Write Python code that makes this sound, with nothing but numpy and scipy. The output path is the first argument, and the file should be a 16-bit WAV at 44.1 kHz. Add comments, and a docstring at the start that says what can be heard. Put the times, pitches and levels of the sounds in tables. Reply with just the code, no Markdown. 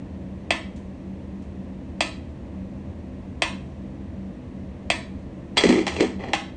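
"""On a table in a room humming with ventilation, a wind-up metronome ticks slowly, close by.
Each beat of the escapement is an impact that excites the damped modes of the plastic case and steel works.
A cat swats the rod: the case rocks, thumping the table top and rattling its loose parts, and scrapes round
by stick-slip friction. The last two beats sound from its back, which shields the steel.
Early reflections and a short diffuse reverberation follow the impacts."""
import sys
import numpy as np
from scipy import signal
from scipy.fft import rfft, irfft
from scipy.io import wavfile
from scipy.ndimage import uniform_filter1d, minimum_filter1d

SR = 44100
rng = np.random.default_rng(int(sys.argv[2]) if len(sys.argv) > 2 else 0)


def file_out(sig):
    """Save sig as 16-bit WAV at sys.argv[1]."""
    # one column per channel
    cols = np.atleast_2d(sig).T
    # limit, then scale
    lim = np.clip(cols, -1, 1)
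    pcm = np.round(lim * 32767).astype(np.int16)
    wavfile.write(sys.argv[1], SR, pcm)


N = 289296
RING_T = np.arange(SR // 3) / SR  # time axis of one impact, t/s

# rush of the ventilation: (f/Hz, relative spectral level/dB)
AIR_SPECTRUM = [(15, -30.5), (50, -9), (88, -0.5), (108, -11.5), (160, -14), (215, -8), (335, -11),
                (390, -20), (560, -17.5), (760, -27), (1060, -30.5), (1270, -37.5), (1550, -39),
                (1950, -39.5), (2300, -43.5), (2600, -42), (3000, -45.5), (4000, -48.5), (5000, -50),
                (9500, -60.5)]
# hum bands of the ventilation: (f/Hz, width/Hz, rms level/dB)
HUM_BANDS = [(73.6, 15, -46.5), (132.7, 11, -47), (192.3, 9, -39), (257.6, 17, -47.5)]
# first reflections from the table and walls: (delay/s, level/dB)
EARLY_ECHOES = [(.0054, -19.5), (.0102, -29), (.0145, -21), (.017, -13.5), (.0305, -27.5)]
# reverberation time of the room: (f/Hz, T60/s)
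REVERB_TIMES = [(200, 0.49), (660, 0.27), (2200, 0.4), (4600, 0.33), (9000, 0.29)]
# colour of the reverberation: (f/Hz, level/dB)
REVERB_SPECTRUM = [(200, 3), (660, -2), (1200, 3), (2500, -4), (4600, -2.5), (8500, 1.5)]
# response of the small microphone: (f/Hz, gain/dB)
MIC_RESPONSE = [(1150, -1), (1480, -1.5), (1900, 3.5), (4400, -0.5), (5000, -4), (5800, 0)]
# faint scuffs between the beats: (t/s, level/dB)
FAINT_SCUFFS = [(0.76, -52.5), (1.42, -59.5)]
# shoves that slide base and paws over the table: (t/s, rise/s, length/s, level/dB, tilt/(dB/octave))
SLIDES = [(5.561, 0.014, 0.23, -29.5, -1), (5.867, .009, 0.11, -38.5, 0), (5.958, .045, 0.079, -33.5, -1.5),
          (6.188, 0.012, 0.11, -36, -5)]
# loose plastic rattling and rubbing in the hollow case: (f/Hz, relative spectral level/dB)
RATTLE_SPECTRUM = [(150, -10), (400, 3.5), (780, 6.5), (1050, -1.5), (1280, -0.5), (1480, -9.5), (1800, -2),
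                   (2030, -0.5), (2300, -1.5), (2600, -3.5), (3000, -5.5), (3300, 2), (3750, -16.5),
                   (4100, 0.5), (4400, -9), (4700, -3), (5000, -7), (6500, -13), (8400, -15), (10000, -52)]
# modes of the table top: (f/Hz, T60/s, level/dB)
TABLE_MODES = [(189, 0.34, -4), (245.3, 0.16, 3), (267, 0.13, -5), (327.6, 0.11, 0.5), (359.8, 0.11, 4),
               (416.8, 0.063, 6), (459.4, 0.11, -2), (565, 0.042, 4.5)]
# the base lands on one edge after another:
# (t/s, thump level/dB, edge f/Hz, rattle level/dB, tilt/(dB/octave), clink f/Hz, clink level/dB)
LANDINGS = [(5.6362, -7, 424, -15.5, 1.5, 1970, -12), (5.649, -10.5, 255, -22.5, 1.5, 2000, -19),
            (5.659, -11, 204, -36.5, 5, 2150, -27.5), (5.6659, -25.5, 330, -20.5, -1, 2450, -22),
            (5.689, -5, 287, -18, 1.5, 1880, -29), (5.7041, -16.5, 280, -16.5, -1.5, 1920, -20.5),
            (5.724, -12.5, 363, -21, 0, 2260, -18), (5.7556, -11, 338, -33, -5, 2060, -23),
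            (5.78, -18, 349, -30, -7, 2100, -36), (5.7892, -16, 360, -29, 1, 2280, -26),
            (5.877, -39, 330, -19.5, 0.5, 1850, -26.5), (5.964, -27, 398, -28, 0.5, 2680, -24),
            (5.9881, -24.5, 400, -31, -9, 2420, -26), (5.998, -22.5, 336, -24.5, -2, 2200, -29),
            (6.005, -8, 355, -15.5, 0, 2700, -25), (6.026, -12, 440, -23, -1.5, 2030, -26),
            (6.045, -23, 235, -37, 5, 2120, -37), (6.2055, -47, 455, -30, -7.5, 1960, -35),
            (6.2365, -34, 484, -25.5, -5, 1960, -29.5), (6.2841, -26.5, 287, -45, 2, 1850, -32)]
# the swatted rod chatters against the case: (t/s, rod level/dB, case level/dB, rattle level/dB)
ROD_STRIKES = [(5.5695, -35, -7, -14), (5.5763, -4.5, -20, -18), (5.607, -19, -30, -19.5)]
# broad modes of the plastic case: (f/Hz, T60/s, front level/dB, back level/dB)
CASE_MODES = [(321.2, 0.14, -18.5, -22.5), (675, 0.019, 1.5, -6.5), (807, 0.041, -47, -8),
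              (1049, 0.019, -13, -13), (1220, 0.024, -24, -23), (1620, .012, -19.5, -24),
              (1763, 0.032, -13.5, -18), (2046, 0.021, -13, -18), (2480, 0.0096, -1.5, -10),
              (2744, 0.011, -36.5, -11.5), (3227, 0.017, -9.5, -15.5), (3477, 0.021, -13, -32),
              (3956, 0.012, -19, -16), (4690, 0.0085, -10, -27), (5460, 0.0065, -22, -17),
              (7620, 0.005, -18.5, -36), (8470, 0.012, -26.5, -39.5)]
# modes of the steel rod and clockwork: (f/Hz, T60/s, beat level/dB, swatted level/dB, shaken level/dB)
STEEL_MODES = [(1300, .09, -39, -19, -20), (1764, .2, -27, -40.5, -17), (1980, .21, -29, -29, -10),
               (2057, .12, -28, -27, -13), (2126, .12, -29, -28, -16), (2172, .09, -30.5, -18.5, -11),
               (2428, .13, -31, -32, -17), (2471, .14, -23, -23, -15), (2610, .16, -25, -32, -21),
               (2805, .13, -28.5, -30, -17), (3160, .12, -30, -30, -18), (3298, .12, -27.5, -7.5, -16),
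               (3436, .11, -25, -12.5, -21), (3480, .08, -23, -30, -22), (3975, .03, -33, -9, -18),
               (4100, .05, -24, -13, -13), (4570, .044, -31, -7, -18), (4738, .11, -27, -11, -17),
               (5360, .06, -38, -19, -25), (6735, .12, -47, -34, -30), (7610, .04, -39.5, -19, -29),
               (8385, .06, -37.5, -21, -27)]
# the crowd of small modes in the case: (f/Hz, relative spectral level/dB)
CLACK_SPECTRUM = [(200, -10), (600, -1), (950, 7), (1400, 4), (2300, -1), (3300, -20), (3800, -1.5),
                  (6000, -4.5), (8300, -7), (8900, -10), (10000, -40)]
# a beat as radiated into the room, averaged over all directions: (f/Hz, relative spectral level/dB)
RADIATED_SPECTRUM = [(200, -8), (420, -18), (650, -7), (950, 6.5), (1400, -9.5), (1950, -5.5), (2550, 2),
                     (3350, -4.5), (3700, -2.5), (4600, -5), (5600, -13), (8100, -26), (10000, -28)]
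# escapement beats: (t/s, level/dB, tilt/(dB/octave), midrange bite/dB, case turned away 0-1)
BEATS = [(0.5054, -2, 0, 1.5, 0.1), (2.006, 0, 1.5, -3.5, 0.11), (3.4198, 0, 1, 0.5, 0.27),
         (4.9008, 0, 1, -0.5, 0.13), (5.8663, -3.5, -0.5, -2, 0.92), (6.3328, 1, -0.5, 2, 1)]


def amp(db):
    """Amplitude ratio: a factor of ten for every 20 dB."""
    return 10 ** (np.asarray(db) / 20)


def unit_rms(x):
    """Normalisation to unit mean power."""
    return x / np.sqrt(np.mean(x ** 2) + 1e-20)


def curve_at(points, hz):
    """Interpolation on a logarithmic frequency axis."""
    f, value = np.transpose(points)
    return np.interp(np.log(hz + 1), np.log(f + 1), value)


def add(mix, start_s, sound):
    """Superposition: a sound adds linearly to the mix from its onset."""
    part = mix[round(start_s * SR):][:len(sound)]
    part += sound[:len(part)]


def coloured(x, spectrum):
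    """Linear filtering by a spectral envelope, scaled to unit rms."""
    gain = amp(curve_at(spectrum, np.fft.rfftfreq(len(x), 1 / SR)))
    return unit_rms(irfft(rfft(x) * gain, len(x)))


def tilted(spectrum, tilt):
    """Spectral slope: a tilt in dB per octave brightens or dulls a sound."""
    return [(f, level + tilt * np.log2(f)) for f, level in spectrum]


def blow_colour(hz, tilt, bite_db, centre_hz=2040, width_octaves=1):
    """Excitation spectrum of one blow, in dB: a slope and a midrange hump."""
    octaves = np.log2(hz / centre_hz)
    return tilt * octaves + bite_db * np.exp(-(octaves / width_octaves) ** 2)


def ring(hz, t60, db, rise_cycles, lag):
    """Damped modes with dispersion: bending waves bring the treble first (lag: travel time/s at 1 kHz)."""
    hz, t60, db = hz[:, None], t60[:, None], db[:, None]
    delay = lag * np.sqrt(1000 / hz)
    t = np.maximum(RING_T - delay + delay.min(), 0)
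    envelope = amp(db - 60 * t / t60) * (1 - np.exp(-t * hz / rise_cycles))
    return (envelope * np.sin(2 * np.pi * hz * t)).sum(0)


def burst(spectrum, t60, rise_s=0.00054):
    """Modal overlap: countless small modes merge into a dying noise with a smooth spectrum."""
    envelope = amp(-60 * RING_T / t60) * (1 - np.exp(-RING_T / rise_s))
    phase = np.angle(rfft(rng.standard_normal(len(RING_T)) * envelope))
    flat = irfft(np.exp(1j * phase), len(RING_T))  # the phase alone carries the decay
    smooth = coloured(flat, spectrum) * np.sqrt(np.mean(envelope ** 2))
    return smooth * signal.windows.tukey(len(RING_T), .004) * (1 - RING_T / RING_T[-1])


def diffused(response):
    """Spectral smoothing: narrow peaks that would ring are levelled, and the broad colour stays."""
    z = rfft(response, 2 * len(response))
    power = abs(z) ** 2
    z = z * np.sqrt(uniform_filter1d(power, size=400) / uniform_filter1d(power, size=30))
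    return irfft(z)[:len(response)]


def ventilation(rush_db=-37):
    """Broadband flow noise, with narrow noise bands whose random beating makes the hum waver."""
    hz = np.fft.rfftfreq(N, 1 / SR)
    out = amp(rush_db) * coloured(rng.standard_normal(N), AIR_SPECTRUM)
    for centre, width, db in HUM_BANDS:
        band = rfft(rng.standard_normal(N)) / (1 + 2 * ((hz - centre) / width) ** 2)
        out += amp(db) * unit_rms(irfft(band, N))
    return out


def reverberation(x, build_up_s=0.0058):
    """A diffuse field builds up, then decays exponentially at its own rate in each band."""
    size = SR // 2
    hz, t, z = signal.stft(rng.choice([-1., 1.], size), SR, nperseg=256)
    t60 = curve_at(REVERB_TIMES, hz)[:, None]
    unit_energy = np.sqrt(2 * np.log(1000) / (t60 * SR))
    z = z * unit_energy * amp(curve_at(REVERB_SPECTRUM, hz)[:, None] - 60 * t / t60)
    response = signal.istft(z, SR, nperseg=256)[1][:size]
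    onset = np.clip(np.arange(size) / SR / build_up_s, 0, 1) ** .5
    return signal.fftconvolve(x, onset * diffused(onset * response))[:N]


def reflections(x):
    """Specular reflection: the table and walls return delayed, weaker copies."""
    out = np.zeros(N)
    for delay, db in EARLY_ECHOES:
        add(out, delay, amp(db) * x)
    return out


def shove(rise, length, sag_db_per_s=-12.5, stop_db_per_s=-200):
    """Frictional braking: the envelope of a slide that grips, slows down, then stops."""
    t = np.arange(SR) / SR
    return np.minimum(t / rise, 1) * amp(sag_db_per_s * t + stop_db_per_s * np.maximum(t - length, 0))


def sliding(slips_per_s=1400, spread_db=1.0):
    """Stick-slip friction: a dense train of tiny, uneven slips under each shove, and two light scuffs."""
    out = np.zeros(N)
    for s, rise, length, db, tilt in SLIDES:
        slips = (rng.random(SR) < slips_per_s / SR) * rng.choice([-1, 1], SR)
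        sizes = amp(spread_db * np.minimum(rng.exponential(1, SR), 4))
        scrape = coloured(slips * sizes, tilted(RATTLE_SPECTRUM, tilt))
        add(out, s, amp(db) * shove(rise, length) * scrape)
    for s, db in FAINT_SCUFFS:
        add(out, s, amp(db) * burst([(500, -12), (2500, 5), (7000, 3.0), (10000, -8)], t60=0.13))
    return out


def rocking(width_octaves=0.36, clockwork_db=-12, uneven_db=2, thump_lag_s=0.0014, clink_t60=0.03):
    """Impact excitation: each landing drives the table modes near its pitch and shakes case and works."""
    rattles, rings = np.zeros((2, N))
    hz, t60, db = np.transpose(TABLE_MODES)
    steel_hz, steel_t60, _, _, shaken = np.transpose(STEEL_MODES)
    for s, thump_db, edge_hz, rattle_db, tilt, clink_hz, clink_db in LANDINGS:
        levels = thump_db + db - 6 * (np.log2(hz / edge_hz) / width_octaves) ** 2
        thump = ring(hz, t60, levels, rise_cycles=1.0, lag=0.00067)
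        add(rings, s + thump_lag_s, thump)  # the table top gives way just after the click
        jangle_db = rattle_db + clockwork_db + shaken + blow_colour(steel_hz, tilt, 0)
        jangle_db += uneven_db * rng.standard_normal(len(shaken))
        add(rings, s, ring(steel_hz, steel_t60, jangle_db, rise_cycles=1.5, lag=0.00088))
        loose_part = np.transpose([(clink_hz, clink_t60, clink_db)])
        add(rings, s, ring(*loose_part, rise_cycles=2.6, lag=0))
        add(rattles, s, amp(rattle_db) * burst(tilted(RATTLE_SPECTRUM, tilt), t60=0.041))
    return rattles, rings


def swat():
    """Collision: the paw drives the rod into the case, and each rings in its own modes."""
    case, steel = np.zeros((2, N))
    steel_hz, steel_t60, _, swatted, _ = np.transpose(STEEL_MODES)
    clang = ring(steel_hz, steel_t60, swatted, rise_cycles=1.6, lag=0.00084)
    hz, t60, _, back = np.transpose(CASE_MODES)
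    knock = ring(hz, t60, back, rise_cycles=1.0, lag=0.0013)
    for s, rod_db, case_db, rattle_db in ROD_STRIKES:
        add(case, s, amp(case_db) * knock + amp(rattle_db) * burst(RATTLE_SPECTRUM, t60=0.077))
        add(steel, s, amp(rod_db) * clang)
    return case, steel


def metronome(clack_db=-22, gears_db=-25, shield_db=-9, uneven_db=1,
              radiated_db=-13, turned_db=-2.5, turned_tilt=-0.3):
    """Directivity: each beat rings case and steel, and the back favours other modes than the open front."""
    case, steel, radiated = np.zeros((3, N))
    hz, t60, front, back = np.transpose(CASE_MODES)
    steel_hz, steel_t60, on_beat, _, _ = np.transpose(STEEL_MODES)
    clack = amp(clack_db) * burst(CLACK_SPECTRUM, t60=0.022)  # the case answers every beat alike
    for s, db, tilt, bite_db, turned in BEATS:
        levels = (1 - turned) * front + turned * back + blow_colour(hz, tilt, bite_db)
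        knock = ring(hz, t60, levels, rise_cycles=1.6, lag=0.00154)
        gears = amp(gears_db + 2 * tilt) * burst(CLACK_SPECTRUM, t60=0.07)  # loose gears shake anew
        add(case, s, amp(db) * (knock + clack + gears))
        ping_db = on_beat + turned * shield_db + blow_colour(steel_hz, tilt, bite_db)
        ping_db += uneven_db * rng.standard_normal(len(ping_db))  # no two teeth strike quite alike
        add(steel, s, amp(db) * ring(steel_hz, steel_t60, ping_db, rise_cycles=0.83, lag=0.00086))
        room_tilt = tilt + turned * turned_tilt
        spectrum = [(f, level + blow_colour(f, room_tilt, bite_db)) for f, level in RADIATED_SPECTRUM]
        room_db = db + radiated_db + turned * turned_db + bite_db / 2
        add(radiated, s, amp(room_db) * burst(spectrum, t60=0.029))
    return case, steel, radiated


def scene(ring_room_db=-10, clack_room_db=-4, beat_room_db=-5):
    """Direct and reverberant fields: clacks fill the room; steel and table top are heard mostly direct."""
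    beats, pings, radiated = metronome()
    swat_clacks, clangs = swat()
    rattles, rocking_rings = rocking()
    clacks = swat_clacks + rattles + sliding()
    rings = clangs + rocking_rings + pings
    into_room = radiated + amp(beat_room_db) * beats + amp(clack_room_db) * clacks
    tail = reverberation(into_room + amp(ring_room_db) * rings)
    return (beats + clacks + rings + reflections(beats + clacks) + tail + ventilation())[None]


def record(dry, ceiling=0.58, cutoff_hz=9700):
    """Transduction: the microphone colours the sound, then come a fast peak limiter and a low-pass."""
    response = amp(curve_at(MIC_RESPONSE, np.fft.rfftfreq(2 * N, 1 / SR)))
    heard = irfft(rfft(dry[0], 2 * N) * response)[:N]
    gain = np.minimum(1, ceiling / (abs(heard) + 1e-9))
    gain = uniform_filter1d(minimum_filter1d(gain, size=45), size=45)  # held and smoothed over 1 ms
    low_pass = signal.butter(24, cutoff_hz, fs=SR, output="sos")
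    return signal.sosfilt(low_pass, heard * gain)[None]


dry = scene()
out = record(dry)
file_out(out)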